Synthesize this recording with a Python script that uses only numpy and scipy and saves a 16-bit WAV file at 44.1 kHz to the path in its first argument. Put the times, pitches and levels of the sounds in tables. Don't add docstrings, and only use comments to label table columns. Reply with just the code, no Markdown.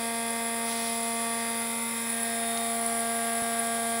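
import sys
import numpy as np
from scipy import signal
from scipy.fft import rfft, irfft
from scipy.io import wavfile
from scipy.ndimage import uniform_filter1d

SR = 44100
rng = np.random.default_rng(int(sys.argv[2]) if len(sys.argv) > 2 else 0)


def wav_out(sig):
    wavfile.write(sys.argv[1], SR, np.round(np.clip(np.atleast_2d(sig).T, -1, 1) * 32767).astype(np.int16))


N = 176400
T = np.arange(N) / SR
HZ = np.fft.rfftfreq(N, 1 / SR)
VANE_HZ, VANE_COUNT = 230.45, 5
DROPOUT_S = 3.4235


def amp(db):
    return 10 ** (np.asarray(db) / 20)


def unit(x):
    return x / np.sqrt(np.mean(abs(x) ** 2) + 1e-20)


def bell(at_s, half_s):
    return np.exp(-((T - at_s) / half_s) ** 2)


def level_at(spectrum, hz):
    pitches, levels = np.transpose(spectrum)
    return np.interp(np.log(hz + 1), np.log(pitches + 1), levels)


def drift(rate_hz):
    return unit(irfft(rfft(rng.standard_normal(N)) * np.exp(-(HZ / rate_hz) ** 2), N))


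def noise(spectrum, patchy_db=0):
    hz = np.fft.rfftfreq(1024, 1 / SR)
    real, imag, patches = rng.standard_normal((N // 256 + 5, len(hz), 3)).T
    patches = uniform_filter1d(patches, size=5, axis=0)
    patches = unit(uniform_filter1d(patches, size=90, axis=1))
    bands = (real + 1j * imag) * amp(level_at(spectrum, hz)[:, None] + patchy_db * patches)
    return unit(signal.istft(bands, nperseg=1024, noverlap=768)[1][:N])


def ringing_noise(hz, width_hz):
    return unit(irfft(rfft(rng.standard_normal(N)) / (1 + 2j * (HZ - hz) / width_hz) ** 2, N))


def mic_move(first_db, later_db, at_s=2.1, glide_s=.21):
    return first_db + (later_db - first_db) * (.5 + .5 * np.tanh((T - at_s) / glide_s))


# pitch_hz, first_level_db, later_level_db
HUM_TONES = [(100, -72, -69.5), (119.9, -61.5, -60.5), (551, -57.5, -58), (790, -68, -56), (820, -72, -53),
             (1888, -60, -55), (2089, -59.5, -57.5), (2340, -61, -70), (2445, -53.5, -62)]


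def motor_hum(wander_s=.00004):
    out = np.zeros(N)
    for hz, first_db, later_db in HUM_TONES:
        db = mic_move(first_db, later_db) + .64 * drift(2.5)
        cycles = hz * (T + wander_s * drift(4.3)) + rng.random()
        out += amp(db) * np.sqrt(2) * np.cos(2 * np.pi * cycles)
    return out


# pitch_hz, level_db
VANE_BUZZ = [(2700, -72), (3900, -65), (5200, -66), (6500, -73), (7400, -58.5), (9000, -57.5),
             (10400, -52.5), (11700, -66), (15500, -60)]
# pitch_hz, level_db
SHAFT_BUZZ = [(46, -73), (180, -78), (600, -72.5), (2900, -73.5), (3500, -68), (4100, -72), (5300, -67.5),
              (6000, -81.5), (8000, -72.5), (10400, -66.5), (11700, -76)]


def shaft_buzz(phase, fade_hz=.357, scatter_db=2.3):
    shaft_turn = np.exp(1j * phase / VANE_COUNT)
    tone, out = np.ones(N, complex), np.zeros(N)
    in_drone = [row[0] * VANE_COUNT for row in DRONE_TONES]
    slow_s = T[::100]
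    for multiple in range(1, 300):
        tone = tone * shaft_turn
        rate, real, imag = rng.standard_normal((3, 6))
        fade = unit((real + 1j * imag) @ np.exp(2j * np.pi * fade_hz * rate[:, None] * slow_s))
        spectrum = SHAFT_BUZZ if multiple % VANE_COUNT else VANE_BUZZ
        db = level_at(spectrum, multiple * VANE_HZ / VANE_COUNT) + scatter_db * rng.standard_normal()
        if multiple not in in_drone:
            out += np.sqrt(2) * amp(db) * (np.repeat(fade, 100) * tone).real
    return out


# pitch_hz, relative_db
EXHAUST_COLOUR = [(20, -12), (70, -15), (130, -20.5), (220, -6), (330, -12.5), (510, -3), (640, -3.5),
                  (830, -2.5), (1650, -4.5), (2000, -3), (2200, -10.5), (2430, -3.5), (2900, -10.5),
                  (3500, -5), (4100, -10.5), (4800, -8), (6300, -14.5), (9000, -17.5)]
# pitch_hz, width_hz, first_level_db, later_level_db
ROOM_RINGS = [(550, 73, -57.5, -69), (840, 215, -55.5, -53), (2027, 200, -55, -56)]


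def exhaust(phase):
    air = amp(-41.5) * noise(EXHAUST_COLOUR, patchy_db=1.9)
    for hz, width_hz, first_db, later_db in ROOM_RINGS:
        air += amp(mic_move(first_db, later_db)) * ringing_noise(hz, width_hz)
    return air * (1 + .095 * np.cos(phase))


# middle_s, half_length_s, level_db
BRUSHES = [(.705, 0.054, -42.5), (0.855, 0.13, -41.7)]
# pitch_hz, relative_db
BRUSH_COLOUR = [(800, -22), (3800, 1.5), (5500, 0), (9000, -14)]


def rustle():
    loudness = sum(amp(db) * bell(at_s, half_s) for at_s, half_s, db in BRUSHES)
    return loudness * noise(BRUSH_COLOUR)


# pitch_hz, relative_db
CLICK_COLOUR = [(800, -20), (2700, -4), (3700, 3), (6000, 1.5), (11000, -18)]


def valve_click(start_s=2.5738, decay_s=.002, room_decay_s=.03):
    age_s = np.maximum(T - start_s, 0)
    fade = np.exp(-age_s / decay_s) + amp(-21) * np.exp(-age_s / room_decay_s)
    return (T > start_s) * amp(-28.8) * noise(CLICK_COLOUR) * fade


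def dropout_thump():
    return amp(-39) * bell(DROPOUT_S, half_s=.0013)


# pitch_hz, relative_db
HISS_COLOUR = [(3000, -46), (6800, -19), (7400, -4), (8300, -4), (9600, 1.5), (10800, -5.5), (11500, -10),
               (12800, -10), (13900, -17), (14400, -9), (15000, -5), (15600, -6)]
# time_s, gain_db
AIR_FLOW = [(0, -3), (.7, -1.4), (2.3, -0.7), (3.1, 0), (4, -0.7)]
# rate_hz, depth_fraction
THROBS = [(230.45, .1), (138.27, .04), (92.18, .05), (100.1, .06), (38.7, .05), (7.8, .07)]
# middle_s, gain_db
WHISTLE_SPURTS = [(2.104, 9.5), (2.232, 12), (2.864, 8.5), (3.004, 7), (3.598, 11.5)]


def air_leak():
    throb = 1 + sum(depth * np.cos(2 * np.pi * (hz * T + rng.random())) for hz, depth in THROBS)
    whistle = ringing_noise(hz=10450, width_hz=480)
    flutter = np.exp(.19 * drift(130))
    spurts_db = sum(db * bell(at_s, half_s=.0047) for at_s, db in WHISTLE_SPURTS)
    whistle = amp(-36 + spurts_db) * unit(whistle * flutter)
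    hiss = amp(-35.5) * noise(HISS_COLOUR, patchy_db=2.1)
    flow_db = np.interp(T, *np.transpose(AIR_FLOW))
    return (hiss + whistle) * throb * amp(flow_db)


def vane_phase(wobble=.000396):
    return 2 * np.pi * np.cumsum(VANE_HZ * (1 + wobble * drift(5.05))) / SR


# vane_multiple, first_level_db, later_level_db, dip_time_s, dip_depth_db, dip_half_length_s
DRONE_TONES = [(1, -38.5, -38.5, 1.2, 0, .3), (2, -42.5, -42, 1.95, 4.5, 0.29),
               (3, -39, -34, 1.96, 18.5, 0.17), (4, -43, -53.5, 2.2, 4.5, 0.13),
               (5, -45.5, -42.5, 2.28, 9, 0.15), (6, -57.5, -50.5, 2.22, 18, .12),
               (7, -47.5, -42.5, 1.84, 25, 0.12), (8, -47.5, -51, 1.78, 17, 0.09),
               (9, -45, -47.5, 2.2, 11, 0.065), (10, -52.5, -51, 1.2, 7, 0.25),
               (11, -51, -73, 2.56, 2, 0.38), (13, -64, -61, 1.8, 4, 0.14), (14, -56, -54.5, 1.83, 8, 0.1),
               (15, -50.5, -56, 1.92, 2, 0.085), (16, -55, -51, 1.23, 9, 0.14),
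               (18, -59.5, -57.5, 1.95, 1, 0.25), (21, -55, -57, 1.82, 13, 0.07),
               (23, -60, -65, 2.15, 17, 0.064)]
# vane_multiple, middle_s, gain_db, half_length_s
ROOM_SPOTS = [(7, 1, -14, 0.27), (7, 2.66, -11, 0.23), (8, 2.25, 7, 0.3), (8, 1.38, 4, 0.13),
              (8, 1.02, -4, .14), (3, 1.15, 2, 0.26), (6, 1.85, 8.5, 0.33), (16, 2.54, 7, 0.23),
              (16, 2.86, -17, .1), (5, 1.29, 5, 0.16), (21, 1.52, 5.8, .34), (21, 2.1, -7, .1),
              (23, 2.21, 13.5, 0.36)]


def pump_drone(phase, jump_cycles=.347, jump_length_s=.004):
    out = np.zeros(N)
    jumped = np.clip((T - DROPOUT_S) / jump_length_s + .5, 0, 1)
    for multiple, first_db, later_db, dip_s, depth_db, dip_half_s in DRONE_TONES:
        dip_db = depth_db / (1 + ((T - dip_s) / dip_half_s) ** 2)
        spots_db = sum(gain_db * bell(at_s, half_s)
                       for which, at_s, gain_db, half_s in ROOM_SPOTS if which == multiple)
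        db = mic_move(first_db, later_db, dip_s) - dip_db + spots_db
        angle = multiple * phase + 2 * np.pi * rng.random()
        before = np.cos(angle)
        after = np.cos(angle + 2 * np.pi * multiple * jump_cycles)
        out += amp(db) * np.sqrt(2) * ((1 - jumped) * before + jumped * after)
    return out


def scene():
    phase = vane_phase()
    pump = pump_drone(phase) + shaft_buzz(phase) + motor_hum() + exhaust(phase)
    mono = pump + air_leak() + rustle() + valve_click() + dropout_thump()
    return np.array([mono, mono])


def record(dry):
    notch_hz, notch_width_hz, top_hz = 11740, 450, 15720
    offset_hz = HZ - notch_hz
    notched = irfft(rfft(dry) * abs(offset_hz) / np.hypot(offset_hz, notch_width_hz / 2), N)
    lowpass = signal.firwin(1023, top_hz, window=("kaiser", 9), fs=SR)
    return signal.oaconvolve(notched, lowpass[None], "same")


dry = scene()
out = record(dry)
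wav_out(out)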